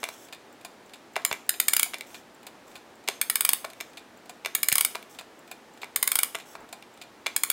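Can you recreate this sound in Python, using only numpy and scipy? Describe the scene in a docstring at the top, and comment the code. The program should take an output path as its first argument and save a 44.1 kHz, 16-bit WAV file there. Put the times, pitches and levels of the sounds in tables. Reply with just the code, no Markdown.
"""A small quiet room, where a mechanical alarm clock is wound by hand close to the microphone.
With each turn of the key the pawl snaps over the ratchet teeth, gathering speed and ringing the movement
plate. Between turns the loose key knocks as the fingers let go, slide and grip again. The escapement keeps
a faint tick-tock throughout, and every metal contact leaves a ring in the frame and bells."""
import sys
import numpy as np
from scipy import signal
from scipy.fft import rfft, irfft
from scipy.io import wavfile
from scipy.ndimage import uniform_filter1d

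SR = 44100
rng = np.random.default_rng(int(sys.argv[2]) if len(sys.argv) > 2 else 0)


def wav_record(signal):
    """Record a signal, one row per channel, as 16-bit PCM in the file named by sys.argv[1]."""
    frames = np.transpose(np.atleast_2d(signal))
    bounded = np.clip(frames, -1, 1)
    # unit amplitude maps onto the largest positive 16-bit level
    quanta = np.round(bounded * 32767).astype(np.int16)
    wavfile.write(sys.argv[1], SR, quanta)


N = 331632
TIME = np.arange(N) / SR
CUTOFF_HZ = 15900
RING_SIZE = 4096   # samples in the ring of one blow
RING_HZ = np.arange(RING_SIZE // 2 + 1) * SR / RING_SIZE
DELAY = np.exp(-2j * np.pi * RING_HZ / SR)   # one sample's delay at each frequency


def from_db(db):
    return 10 ** (np.asarray(db) / 20)


def rms_one(x):
    return x / np.sqrt(np.mean(x ** 2) + 1e-20)


def add(out, s, sound):
    """Mix a sound in from time s."""
    at = max(round(s * SR), 0)
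    out[at:at + len(sound)] += sound[:max(N - at, 0)]


def coloured_noise(spectrum):
    """Noise shaped by a curve of (frequency [Hz], level [dB]); rms 1."""
    hz, db = np.transpose(spectrum)
    bins = np.maximum(np.arange(N // 2 + 1) * SR / N, 1)
    colour = from_db(np.interp(np.log(bins), np.log(hz), db))
    return rms_one(irfft(rfft(rng.standard_normal(N)) * colour, N))


def through(x, body):
    """A sound drives a set of resonators side by side."""
    return sum(from_db(db) * signal.lfilter(*signal.iirpeak(hz, hz / width, fs=SR), x)
               for hz, width, db in body)


def poles(hz, width_hz):
    """Radius and feedback response of two-pole resonators, one row each."""
    r = np.exp(-np.pi * np.abs(width_hz) / SR)[:, None]
    return r, 1 - 2 * r * np.cos(2 * np.pi * hz[:, None] / SR) * DELAY + (r * DELAY) ** 2


def resonances(hz, width_hz):
    """Responses of a body's modes, gain 1 at the peak, signs alternating."""
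    r, feedback = poles(hz, width_hz)
    signs = (-1) ** np.arange(len(hz))[:, None]
    return (1 - r * r) / 2 * (1 - DELAY ** 2) / feedback * signs


def dispersion(width_hz, allpasses):
    """Bending waves scatter in thin metal: random allpasses smear a blow over a few milliseconds."""
    hz = (np.arange(allpasses) + 2 * rng.random(allpasses)) * CUTOFF_HZ / allpasses
    _, feedback = poles(hz, width_hz * (.5 + rng.random(allpasses)))
    return np.prod(np.conj(feedback) * DELAY ** 2 / feedback, axis=0)


def contact_db(hz, bass_db, treble_db, varied_db):
    """A heavy contact favours the low modes, a hard one the high modes; no two land on the same spot."""
    body_hz, body_octaves, treble_hz = 757, 1.01, 5950
    body = np.exp(-(np.log2(hz / body_hz) / body_octaves) ** 2)
    edge = 1 / (1 + (treble_hz / hz) ** 4)
    return bass_db * body + treble_db * edge + varied_db * rng.standard_normal(len(hz))


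def blows(events, body, gain_db, scatter_hz, varied_db, allpasses):
    """Each contact sets all the modes of one body ringing."""
    hz, width, mode_db = np.transpose(body)
    modes, out = resonances(hz, width), np.zeros(N)
    for s, db, bass_db, treble_db in events:
        strengths = from_db(db + mode_db + contact_db(hz, bass_db, treble_db, varied_db))
        add(out, s, irfft(strengths @ modes * dispersion(scatter_hz, allpasses)))
    return from_db(gain_db) * out


def room_tone(level_db):
    """A steady bed of still room and microphone hiss."""
    # noise floor: (frequency [Hz], relative density [dB])
    floor = [(15, -48), (25, -29.5), (127, -12.5), (161, -12.5), (236, -3.5), (293, -5), (326, -4),
             (641, -7), (754, -7.5), (818, -6.5), (1040, -11), (1790, -13.5), (2610, -18), (7310, -27.5),
             (16000, -37.5)]
    return from_db(level_db) * coloured_noise(floor)


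def diffuse_tail(build_s):
    """The room's scattered sound swells and dies away, each band at its own rate."""
    # room tail: (frequency [Hz], band level [dB], time to fall 60 dB [s])
    decay = [(250, -12, .4), (900, -12, 0.38), (1570, -5.5, 0.23), (2250, -13, 0.33), (3000, -12.5, 0.44),
             (4190, -9.5, 0.24), (4950, -11.5, 0.3), (6050, -9.5, 0.48), (8300, -14.5, 0.28),
             (11500, -12.5, 0.36), (15000, -14.5, .26)]
    hz, level_db, t60 = np.transpose(decay)
    age = TIME[:SR // 2]
    edges, response = np.geomspace(150, CUTOFF_HZ, 28), np.zeros(len(age))
    for low, high in zip(edges, edges[1:]):
        db, ring_s = (np.interp(np.log(low * high) / 2, np.log(hz), column) for column in (level_db, t60))
        fade = from_db(-60 * age / ring_s) * (1 - np.exp(-(age / build_s) ** 2))
        band = signal.butter(2, [low, high], "band", fs=SR, output="sos")
        wash = signal.sosfilt(band, rng.standard_normal(len(age)) * fade)
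        response += from_db(db) * wash / np.linalg.norm(fade)
    return response


def room(x, build_s, echo_db, sway_hz):
    """A few distinct reflections, then a tail that keeps changing as hand and clock move."""
    # reflections from table and walls: (delay [s], relative level [dB])
    echoes = [(.0052, -18.5), (.0075, -30), (.0124, -18), (.0207, -33.5), (.0242, -28.5), (.0312, -45)]
    sway = 2 * np.pi * sway_hz * TIME
    tail = sum(signal.fftconvolve(x * share, diffuse_tail(build_s))[:N]
               for share in (np.cos(sway), np.sin(sway)))
    out = x + tail
    for delay_s, db in echoes:
        add(out, delay_s, from_db(db + echo_db) * x)
    return out


def finger_slides(attack_s, release_s, stick_db):
    """Skin sticks and slips on the metal while the fingers shift their grip."""
    # finger strokes: (start [s], end [s], hiss [dB], rustle [dB])
    strokes = [(0.0, 0.27, -54.5, -63), (2.062, 2.205, -56, -57.5), (2.665, 2.775, -62, -55),
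               (3.754, 3.913, -67, -59), (5.094, 5.166, -56.5, -70), (6.453, 6.562, -55.5, -59),
               (6.582, 6.652, -82, -51)]
    # metal rubbed by skin: (frequency [Hz], width [Hz], level [dB])
    rub_modes = [(3460, 480, -0.5), (5640, 200, 3.5), (6400, 350, 3), (7300, 300, 0), (7830, 380, 0.5),
                 (9000, 900, -5), (10000, 500, -7), (11750, 500, -5), (13100, 900, -5), (15300, 800, -9)]
    # soft rustle of the fingertips: (frequency [Hz], relative density [dB])
    rustle_colour = [(150, -9), (400, 4), (900, 1), (1450, -1), (2200, -9), (6000, -31)]
    hiss, rustle = np.zeros(N), np.zeros(N)
    for start, end, hiss_db, rustle_db in strokes:
        pressure = np.clip(np.minimum((TIME - start) / attack_s, .5 + (end - TIME) / release_s), 0, 1)
        hiss += from_db(hiss_db) * pressure
        rustle += from_db(rustle_db) * pressure
    grip = from_db(stick_db * rms_one(uniform_filter1d(rng.standard_normal(N), size=400)))
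    rubbed_metal = rms_one(through(rng.standard_normal(N), rub_modes))
    return grip * (hiss * rubbed_metal + rustle * coloured_noise(rustle_colour))


def hand_bumps(gain_db):
    """The whole clock jolts in the hand, which damps it at once."""
    # the clock rocking against the hand: (frequency [Hz], width [Hz], level [dB])
    rock_modes = [(90, 28, -1), (129.5, 50, 8.5), (208, 91, 2), (426, 280, -20)]
    # dull bumps: (time [s], relative peak [dB])
    jolts = [(1.3148, -34.5), (1.327, -43), (1.767, -47), (4.7257, -28.5), (6.155, -49)]
    thud, out = through(signal.unit_impulse(RING_SIZE), rock_modes), np.zeros(N)
    for s, db in jolts:
        add(out, s, from_db(db + gain_db) * thud / np.abs(thud).max())
    return out


def frame_ring(contacts, gain_db):
    """Frame and bells ring on in sympathy after every blow."""
    # lasting rings: (frequency [Hz], width [Hz], level [dB])
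    frame_modes = [(1285, 7.5, -2), (2160, 14, -18.5), (2266, 30, -4.5), (2418, 11, 5.5), (3200, 22, -24),
                   (3700, 18, -0.5), (4500, 16, -9), (6420, 32, 7), (6800, 30, -10), (8300, 50, -13.5),
                   (9200, 35, -3), (13200, 60, -7.5)]
    return from_db(gain_db) * through(contacts, frame_modes)


def every_swing(contacts, swing_s=.608):
    """The same contacts come round with each swing of the balance, a little early or late."""
    # handling pushes the balance off its beat: (time [s], lag [s], strength [dB])
    drift = [(.32, 0.000066, 3.5), (0.938, 0.002, -0.5), (2.152, -0.0055, 1.3), (2.76, -.0028, -0.5),
             (3.1, -.004, -4), (3.69, 0.013, -6.5), (3.961, -0.0018, 1.5), (4.3, -0.0006, -1),
             (4.9, 0.0036, -10), (5.19, -.002, 4.5), (5.51, 0.0022, 2), (5.8, .0195, 0), (6.4, -0.0062, -3),
             (6.72, -0.00028, 2), (7.021, 0.0012, 1), (7.33, 0, -22)]
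    at, lag_s, strength_db = np.transpose(drift)
    repeats = [(start + s, *rest) for start in np.arange(0, N / SR, swing_s) for s, *rest in contacts]
    return [(s + np.interp(s, at, lag_s), db + np.interp(s, at, strength_db), bass_db, treble_db)
            for s, db, bass_db, treble_db in repeats if s < N / SR]


def balance_scratch():
    """A thin scratch in each half swing, probably the hairspring."""
    # scratches of the first swing: (time [s], level [dB], bass [dB], treble [dB])
    scratches = [(.25, -18, 0, -1.5), (.526, -17.5, 0, 0)]
    # their wiry ring: (frequency [Hz], width [Hz], level [dB])
    modes = [(7300, 274, -0.5), (7900, 500, -5.5), (15300, 900, -9)]
    return blows(every_swing(scratches), modes, gain_db=-1.0, scatter_hz=150, varied_db=1.0, allpasses=28)


def escapement():
    """Each swing sounds through the case: unlock, tick, two rebounds; unlock, tock, one rebound."""
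    # contacts of the first swing: (time [s], level [dB], bass [dB], treble [dB])
    beat = [(.285, -24, 6, 2), (.3255, -9.5, -3, -4), (.3325, -14, -9, -1), (.347, -24, -3.5, 2.5),
            (.6105, -25, 6, 5), (.6475, -11, 7, 6.5), (.6545, -20, 6, -1)]
    # ring of the case: (frequency [Hz], width [Hz], level [dB])
    case_modes = [(709, 57, 9), (1030, 34, 7.5), (1440, 140, 0.3), (1768, 62, 4), (2200, 620, -0.5),
                  (2480, 128, 9.5), (2865, 430, 0.5), (3430, 48, 6.5), (3620, 130, 4), (4270, 250, 2),
                  (4830, 145, 2.5), (6700, 360.0, -4.5), (6800, 156.0, 1), (7560, 280, 0.5),
                  (8150, 280, -2.5), (9600, 1500, -7), (11100, 1243.0, -9.5), (13100, 812.0, -10),
                  (14930.0, 886.0, -10)]
    return blows(every_swing(beat), case_modes, gain_db=-0.5, scatter_hz=107, varied_db=1.5, allpasses=28)


def loose_key(touch_db, touch_treble_db):
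    """Amid light metal clicks, the key, loose on its arbor, touches and knocks home milliseconds later."""
    # single light clicks and rattles of key and clock: (time [s], level [dB], bass [dB], treble [dB])
    clicks = [(0.0882, -7, 1, 3), (1.984, -21, -2, 14), (2.0087, -5.5, -11, 0.5), (3.733, -18.5, -2, 3.5),
              (4.7176, 4.5, -12, -3), (5.0266, -18, -4, 3.5), (5.2115, -22, 11, -2), (5.8318, -4.5, 2, -15),
              (5.843, -14, 1, 4), (6.386, -17, -2, 7), (6.553, -17, 15, -12), (6.8243, -14.5, -22, -7)]
    # knocks: (time [s], level [dB], bass [dB], treble [dB], lead of first touch [s], its bass [dB])
    knocks = [(0.0393, 0.5, -1, 4, .0087, 5.5), (1.1637, 2, 10, -3, 0.0068, -15),
              (1.327, 2.5, 0, -1, .0138, 4), (1.942, -3, 0, 2.5, 0.0067, 0), (3.086, 6, 1.5, 4, 0.0087, -9),
              (3.648, -6.5, 9, 2.5, .0038, 8), (3.8086, -4, -2, 5, .0056, -9),
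              (4.4591, 4, -5, -1, .011, -9), (4.954, -4, 5.5, 1.5, .0045, 7), (6.352, 0, 0.5, 1, 0.0045, 3),
              (7.266, 4, -4, 0, 0.0043, -3)]
    # ring of key and back cover: (frequency [Hz], width [Hz], level [dB])
    key_modes = [(414, 96, 1.5), (670, 68, 9.5), (733, 130, 6), (990, 460, 8), (1392, 800, 6.5),
                 (1430, 370, 3.5), (2020, 92, 7), (2303, 140, 11), (2768, 143, 7.5), (3500, 250, 3.5),
                 (3623, 71, 6.5), (4000, 390, 1.5), (5260, 384.0, -3), (5800, 270, -6.5),
                 (6280, 499.0, -6.5), (7360, 527.0, -3.5), (8540, 260, -0.5), (9300, 790, -6),
                 (11030, 1650, -8), (13700, 2700, -11)]
    contacts = list(clicks)
    for s, db, bass_db, treble_db, lead_s, touch_bass_db in knocks:
        contacts.append((s - lead_s, db + touch_db, touch_bass_db, treble_db + touch_treble_db))
        contacts.append((s, db, bass_db, treble_db))
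    return blows(contacts, key_modes, gain_db=0.0, scatter_hz=278, varied_db=2.0, allpasses=12)


def rebound(share, delay_s):
    """The pawl bounces once, cutting ripples into the snap's colour while its energy stays the same."""
    strength, lag = np.array([share, delay_s * SR]) * (.5 + rng.random(2))
    return (1 + rng.choice([-1, 1]) * strength * DELAY ** round(lag)) / np.hypot(1, strength)


def pawl(gain_db, scatter_hz, varied_db, detune):
    """The pawl drops off each tooth onto the plate, whose ring changes as the key comes round."""
    # movement plate: (frequency [Hz], width [Hz], level [dB], change late in the turn [dB])
    plate_modes = [(750, 410, -11.5, 1.5), (1105, 160, -2, 3), (1430, 260, -2.5, -1.1),
                   (1737, 230, 2.5, -6), (2104, 310, 5.5, -4), (2273, 156, 8.0, -1), (2967, 253.0, -3, 4),
                   (3334, 100, 1.5, 4.5), (3710, 430, -2, -2), (4096, 98, 2, -4.5), (4350, 130, -3, -0.6),
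                   (4780, 230, -0.3, 2), (5030, 235, 1.5, -1), (6110, 450, -6.5, 2.5), (6830, 96, 1, -3.5),
                   (7210, 175, 3.5, -2.5), (8060, 3000, 0, -1.7), (8250, 320, 8, 0.3), (8600, 290, 5, -4),
                   (9480, 310, -0.5, 7.5), (9790, 250, 5.5, 2), (10250, 540, 4.5, -1), (10850, 82, 8, -1),
                   (11370, 300, -4.5, 3), (11500, 280, 5, -0.5), (12500, 673.0, 0, 0.5),
                   (13670, 340, 7.5, -3.5), (14600, 530, -2.5, 5), (14731.0, 830, -11.5, 9),
                   (15500, 540, -1.5, 2.5)]
    # key turns: (start [s], end [s], bass [dB], treble [dB], click spring [dB], ring changes at [teeth])
    turns = [(1.2, 1.3, 0.5, -0.8, 9.5, 3), (1.45, 1.9, -1.5, -.6, 6.5, 2.6),
             (3.15, 3.6, 1.3, 1.3, -7, 2.5), (4.5, 4.9, -1, 0.7, 2.5, 3.3), (5.9, 6.3, 3, 2, 0.5, 3.1),
             (7.3, 7.55, 3.5, 1.5, 7.5, 1.4)]
    # the pawl drops off a tooth: (time [s], level [dB])
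    snaps = [(1.2489, 10), (1.4917, 11.3), (1.5994, 12), (1.682, 12.5), (1.7335, 12), (1.765, 11.5),
             (1.7949, 10), (1.8293, 10.5), (3.2133, 9), (3.2979, 9), (3.3557, 9), (3.407, 8.5), (3.449, 10),
             (3.49, 11.5), (3.532, 9.5), (4.5497, 9), (4.6303, 8.5), (4.6852, 10.5), (4.7248, 10.5),
             (4.7543, 9.5), (4.781, 10.5), (4.8083, 10), (4.8479, 10), (5.9599, 7.5), (6.0271, 9.5),
             (6.075, 8), (6.1167, 8), (6.1548, 8.5), (6.188, 8.5), (6.2316, 9), (7.3627, 7.5), (7.4343, 9),
             (7.5, 9.5)]
    change_teeth, early_share = 0.196, 0.18   # span of the ring's change; share there from the start
    late_spring_db, late_treble_db = -1.5, 1.2   # late in a turn: less click spring, a harder snap
    rush_bass_db, last_bass_db = 2, -1.5   # the rushing key thumps; the hand eases off on the last tooth
    hz, width, mode_db, late_db = np.transpose(plate_modes)
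    spring = np.exp(-((hz - 7100) / 550) ** 2)   # the click spring's band
    out = np.zeros(N)
    for start, end, bass_db, treble_db, spring_db, change_tooth in turns:
        teeth = [row for row in snaps if start <= row[0] < end]
        for tooth, (s, db) in enumerate(teeth):
            late = 1 / (1 + np.exp((change_tooth - tooth) / change_teeth))
            thump_db = bass_db + late * (rush_bass_db + last_bass_db * (tooth == len(teeth) - 1))
            edge_db = treble_db + (late - .5) * late_treble_db
            colour_db = (mode_db + np.interp(late, [0, 1], [early_share, 1]) * late_db
                         + spring * (spring_db + late * late_spring_db)
                         + contact_db(hz, thump_db, edge_db, varied_db))
            loaded_hz = hz * (1 + detune * rng.standard_normal(len(hz)))   # the load nudges each mode
            snap = rebound(share=0.48, delay_s=.0014) * dispersion(scatter_hz, allpasses=16)
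            add(out, s, irfft(from_db(db + colour_db) @ resonances(loaded_hz, width) * snap))
    return from_db(gain_db) * out


def scene():
    """Ratchet, key and escapement ring through one frame; fingers and room tone lie underneath."""
    ratchet = pawl(gain_db=-0.5, scatter_hz=486, varied_db=1.0, detune=0.0088)
    key = loose_key(touch_db=-3, touch_treble_db=-10.5)
    contacts = ratchet + key + escapement() + balance_scratch()
    clock = contacts + frame_ring(contacts, gain_db=-3.0) + hand_bumps(gain_db=1.0)
    fingers = finger_slides(attack_s=0.0035, release_s=0.046, stick_db=2.0)
    background = fingers + room_tone(level_db=-52)
    return (room(clock, build_s=0.00112, echo_db=1.0, sway_hz=4.7) + background)[None]


def record(dry):
    """A steep low-pass takes off the very top."""
    return signal.sosfilt(signal.ellip(8, .2, 66, CUTOFF_HZ, fs=SR, output="sos"), dry)


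dry = scene()
out = record(dry)
wav_record(out)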